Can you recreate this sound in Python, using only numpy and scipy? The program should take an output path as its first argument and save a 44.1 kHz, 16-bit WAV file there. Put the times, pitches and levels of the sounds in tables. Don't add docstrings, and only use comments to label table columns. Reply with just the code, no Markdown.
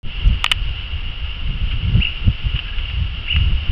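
import sys
import numpy as np
from scipy import signal
from scipy.fft import rfft, irfft
from scipy.io import wavfile

SR = 44100
rng = np.random.default_rng(int(sys.argv[2]) if len(sys.argv) > 2 else 0)


def gain_from_db(level_db):
    decades = np.asarray(level_db, float) / 20
    return 10 ** decades


def transcribe(u):
    v = np.clip(np.atleast_2d(u).T, -1, 1)
    q = np.round(v * 32767).astype(np.int16)
    wavfile.write(sys.argv[1], SR, q)


N = 163611


def in_time(rows, column=1):
    rows = np.array(rows)
    return np.interp(np.arange(N) / SR, rows[:, 0], rows[:, column])


def rms_one(x):
    return x / np.sqrt(np.mean(x ** 2) + 1e-20)


def drift(rate_hz):
    decimation = 40
    pole = np.exp(-2 * np.pi * rate_hz * decimation / SR)
    run_in = 2000
    white = rng.standard_normal(N // decimation + run_in + 2)
    slow = signal.lfilter([1], [1, -2 * pole, pole * pole], white)[run_in:]
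    return np.interp(np.arange(N) / decimation, np.arange(len(slow)), rms_one(slow))


def noise_band(low_hz, high_hz):
    sos = signal.butter(2, [low_hz, high_hz], "band", fs=SR, output="sos")
    return rms_one(signal.sosfilt(sos, rng.standard_normal(N + SR))[SR:])


def hiss():
    # time in seconds, relative level in dB.
    hiss_rows = [(0.1, -35), (0.13, -32.5), (0.26, -33), (0.87, -33), (1.38, -33.5), (1.82, -33.5),
                 (2.36, -32.5), (2.64, -31.5), (3.04, -33.5), (3.49, -33), (3.7, -33.5)]
    crackles_per_s, crackle_db = 250, -18.5
    struck = rng.random(N) < crackles_per_s / SR
    size_db = 3.3 * rng.exponential(1, N).clip(0, 3)
    crackles = struck * rng.choice([-1, 1], N) * gain_from_db(size_db)
    patchy_db = 0.68 * drift(3.9)
    rustle = gain_from_db(in_time(hiss_rows) + 15.5 + patchy_db) * rng.standard_normal(N)
    return rustle + gain_from_db(crackle_db) * crackles


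def trees():
    t60_s, delay_s, echoes_per_s = 0.44, 0.0089, 830
    t = np.arange(SR // 2) / SR
    sparse = (rng.random(len(t)) < echoes_per_s / SR) * rng.standard_normal(len(t))
    response = sparse * gain_from_db(-60 * t / t60_s) * (t > delay_s)
    return response / np.sqrt(np.sum(response ** 2))


def bird(calls, echo_db):
    rise_arch, fall_arch = 1.8, 2.6
    low_loss_db = 19
    loudest_at = 0.43
    edge_s, hoarse = 0.004, 0.2
    out = np.zeros(N + SR)
    flicker = 1 + hoarse * drift(60)
    for start_s, length_s, from_hz, to_hz, db in calls:
        t = np.arange(int(length_s * SR)) / SR
        falling = from_hz > to_hz
        away = t / length_s if falling else 1 - t / length_s
        arch = fall_arch if falling else rise_arch
        hz = max(from_hz, to_hz) - abs(to_hz - from_hz) * away ** arch
        loss_db = low_loss_db * ((away - loudest_at) / (1 - loudest_at)) ** 2
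        ends = np.clip(np.minimum(t, length_s - t) / edge_s, 0, 1)
        first = int(start_s * SR)
        phase = 2 * np.pi * np.cumsum(hz) / SR
        out[first:first + len(t)] += gain_from_db(db - loss_db) * ends * np.sin(phase)
    direct = out[:N] * flicker
    return direct + gain_from_db(echo_db) * signal.fftconvolve(direct, trees())[:N]


def far_bird():
    # start in seconds, length in seconds, first pitch in Hz, last pitch in Hz, relative level in dB.
    whistle_rows = [(2.650, .03, 1300, 1690, -41), (2.678, .025, 1690, 1350, -41),
                    (2.715, .035, 1500, 1720, -44)]
    return gain_from_db(19.5) * bird(whistle_rows, echo_db=-9.0)


def near_bird():
    # start in seconds, length in seconds, first pitch in Hz, last pitch in Hz, relative level in dB.
    chirp_rows = [(1.991, .047, 1260, 2950, -13), (2.044, .021, 2824, 1500, -13),
                  (2.058, 0.02, 2794, 1900, -23), (3.264, .026, 1894, 2850, -19.5),
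                  (3.269, .052, 1268, 3000, -14), (3.321, 0.019, 2864, 1500, -11.5),
                  (3.338, .016, 2685, 1800, -15)]
    return bird(chirp_rows, echo_db=-3.0)


def snaps():
    # start in seconds, relative level in dB, time in seconds for the noise to fall to 1/e.
    snap_rows = [(1.710, -32, 0.03), (2.555, -30.5, 0.021), (2.573, -33, 0.011), (2.590, -27, 0.0086),
                 (2.678, -36, .008), (2.784, -30, 0.01), (2.80, -36, .012), (2.898, -32, .014),
                 (2.959, -37.5, 0.0074), (1.814, -45, .008), (3.3625, -18, 0.0029), (3.51, -64, 0.0055)]
    first_break = 8.2
    out = np.zeros(N + SR)
    for start_s, db, length_s in snap_rows:
        t = np.arange(int(4 * length_s * SR)) / SR
        burst = rng.standard_normal(len(t)) * np.exp(-(t / length_s) ** 2)
        burst[0] = first_break
        first = int(start_s * SR)
        out[first:first + len(t)] += gain_from_db(db) * burst
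    sos = signal.butter(2, [1100, 3700], "band", fs=SR, output="sos")
    return gain_from_db(19.5) * signal.sosfilt(sos, out[:N])


def camera_clicks():
    # start in seconds, peak level in dB ahead of the bass cut, contact time constant in seconds,
    # tilt of the modes in dB per octave.
    click_rows = [(.4419, 2, .0013, -.5), (.4619, -2, .0006, 4.0), (.5140, 4, .0017, 1.5),
                  (.5186, -1, .0009, 2.5)]
    # frequency in Hz, relative level in dB, 60 dB decay time in seconds.
    body_modes = [(720, -27.5, 0.018), (972, -22, 0.021), (1231, -13.5, 0.013), (1730, -17, 0.013),
                  (1854, -13, 0.023), (2246, -6.5, 0.0072), (2530, -5, 0.014), (2962, -3.5, 0.015),
                  (3500, -9.5, 0.0058), (4490, -21.5, 0.0048)]
    out = np.zeros(N)
    t = np.arange(SR // 20) / SR
    for start_s, peak_db, contact_s, tilt_db in click_rows:
        force_shape = np.sqrt(t / contact_s) * np.exp(-(t / contact_s) ** 2)
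        force = rng.standard_normal(len(t)) * force_shape + 1e-18
        rung = 0
        for k, (hz, db, t60_s) in enumerate(body_modes):
            radius, angle = gain_from_db(-60 / (t60_s * SR)), 2 * np.pi * hz / SR
            poles = [1, -2 * radius * np.cos(angle), radius * radius]
            mode = signal.lfilter([0, np.sin(angle)], poles, force)
            gain = (-1) ** k * gain_from_db(db + tilt_db * np.log2(hz / 3500))
            rung = rung + gain * mode / np.abs(mode).max()
        first = int(start_s * SR)
        out[first:first + len(t)] += gain_from_db(peak_db) * rung / np.abs(rung).max()
    return signal.sosfilt(signal.butter(2, 400, "high", fs=SR, output="sos"), out)


def pop():
    start_s, level_db, corner_hz = 2.279, -10, 222
    kick = np.zeros(N) + 1e-18
    kick[int(start_s * SR)] = gain_from_db(level_db) * SR / (2 * np.pi * corner_hz)
    return signal.sosfilt(signal.butter(2, corner_hz, fs=SR, output="sos"), kick)


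def wind():
    # time in seconds, relative level in dB.
    swell_rows = [(0.04, -16), (0.08, -19), (0.13, -38), (0.15, -28.5), (0.32, -18), (0.44, -33),
                  (0.7, -25), (0.74, -38.5), (1.06, -25.5), (1.27, -34), (1.52, -22.5), (1.57, -31.5),
                  (1.6, -25.5), (1.94, -25.5), (1.97, -23.5), (2.18, -29.5), (2.29, -19.5), (2.33, -32),
                  (2.84, -26.5), (2.88, -47.5), (3.06, -30), (3.1, -30.5), (3.32, -28.5), (3.52, -18),
                  (3.64, -44.5), (3.7, -20)]
    # time in seconds, relative level in dB, sharpness as relative dB of the upper part.
    flutter_rows = [(0.04, -39.5, -7.5), (0.13, -42, -19.5), (0.3, -14.5, -5.5), (0.44, -40.5, -8),
                    (0.59, -30.5, -8), (0.61, -23, -23.5), (0.66, -31, -3), (0.72, -24, -22.5),
                    (0.84, -33.5, -6), (0.95, -20, -26), (0.99, -30.5, -14), (1.19, -32, -14.5),
                    (1.24, -24, -21), (1.34, -37.5, -10), (1.38, -31.5, -25), (1.51, -20.5, -6.5),
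                    (1.59, -31, -2.5), (1.64, -15, -15), (1.71, -31, -2), (1.76, -15.5, -23),
                    (1.8, -27.5, -5), (1.88, -19.5, -3.5), (2.0, -17.5, 1), (2.06, -45.5, -20),
                    (2.09, -25.5, -27), (2.19, -46, -9.5), (2.22, -26.5, -22), (2.28, -8.5, -6.5),
                    (2.35, -40, -15), (2.38, -52, -3.5), (2.47, -13, -12), (2.51, -35.5, -26),
                    (2.55, -11, -13.5), (2.59, -37.5, -15), (2.71, -38, -16.5), (3.03, -13.5, -18),
                    (3.07, -26.5, -24), (3.1, -29, -8), (3.31, -38, -16), (3.36, -13.5, -12),
                    (3.51, -15, -18.5), (3.59, -24, -25), (3.61, -22.5, -20), (3.7, -23.5, -5)]
    corner_hz, lumpy_db = 100.6, 2.0
    sharp_db = in_time(flutter_rows, column=2)
    sharp_db = sharp_db - sharp_db.mean()
    edges_hz = 45 * 2 ** np.arange(0, 3.6, 0.5)
    eddies = 0
    for low_hz, high_hz in zip(edges_hz, edges_hz[1:]):
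        above = np.sqrt(low_hz * high_hz) / corner_hz
        lift_db = sharp_db * np.clip(0.57 + 1.2 * np.log2(above), 0, 1.1)
        level = gain_from_db(lift_db + lumpy_db * drift(25)) / (1 + above ** 4.6)
        eddies = eddies + noise_band(low_hz, high_hz) * level
    flutter = gain_from_db(in_time(flutter_rows) - 2.5) * eddies
    swell = gain_from_db(in_time(swell_rows) + 4.0) * noise_band(8, 45)
    return flutter + swell


def microphone(air):
    # frequency in Hz, gain in dB.
    response_rows = [(120, -30.5), (250, -17.5), (420, -16.5), (690, -19), (1000, -17), (1200, -15.5),
                     (1380, -11), (1560, -17), (1690, -13), (1860, -17.5), (2100, -11.5), (2500, -11),
                     (2840, 3), (3150, -6.5), (3480, -16), (4200, -27), (4500, -24), (4800, -27),
                     (5400, -29.5), (5800, -31.5), (6300, -45), (9000, -76)]
    size = 8192
    hz, db = np.transpose(response_rows)
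    f = np.maximum(np.arange(size // 2 + 1) * SR / size, 1)
    gain_db = np.maximum(np.interp(np.log(f), np.log(hz), db), -70)
    cepstrum = irfft(np.log(gain_from_db(gain_db)))
    cepstrum[1:size // 2] *= 2
    cepstrum[size // 2 + 1:] = 0
    impulse = irfft(np.exp(rfft(cepstrum)))
    return signal.fftconvolve(air, impulse)[:N]


def scene():
    air = hiss() + far_bird() + near_bird() + snaps()
    return (microphone(air) + camera_clicks() + pop() + wind())[None]


def band_limit(x):
    return signal.sosfilt(signal.butter(12, 16600, fs=SR, output="sos"), x)


def record(dry):
    top_hz, open_s, fade_s = 6500, 0.031, 0.044
    t = np.arange(N) / SR
    limited = signal.sosfilt(signal.cheby2(10, 50, top_hz, fs=SR, output="sos"), dry)
    fade = (t > open_s) * np.clip(0.05 + (t - open_s) / fade_s, 0, 1)
    mix = np.clip(limited * fade, -0.7, 0.735)
    return band_limit(mix)


dry = scene()
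out = record(dry)
transcribe(out)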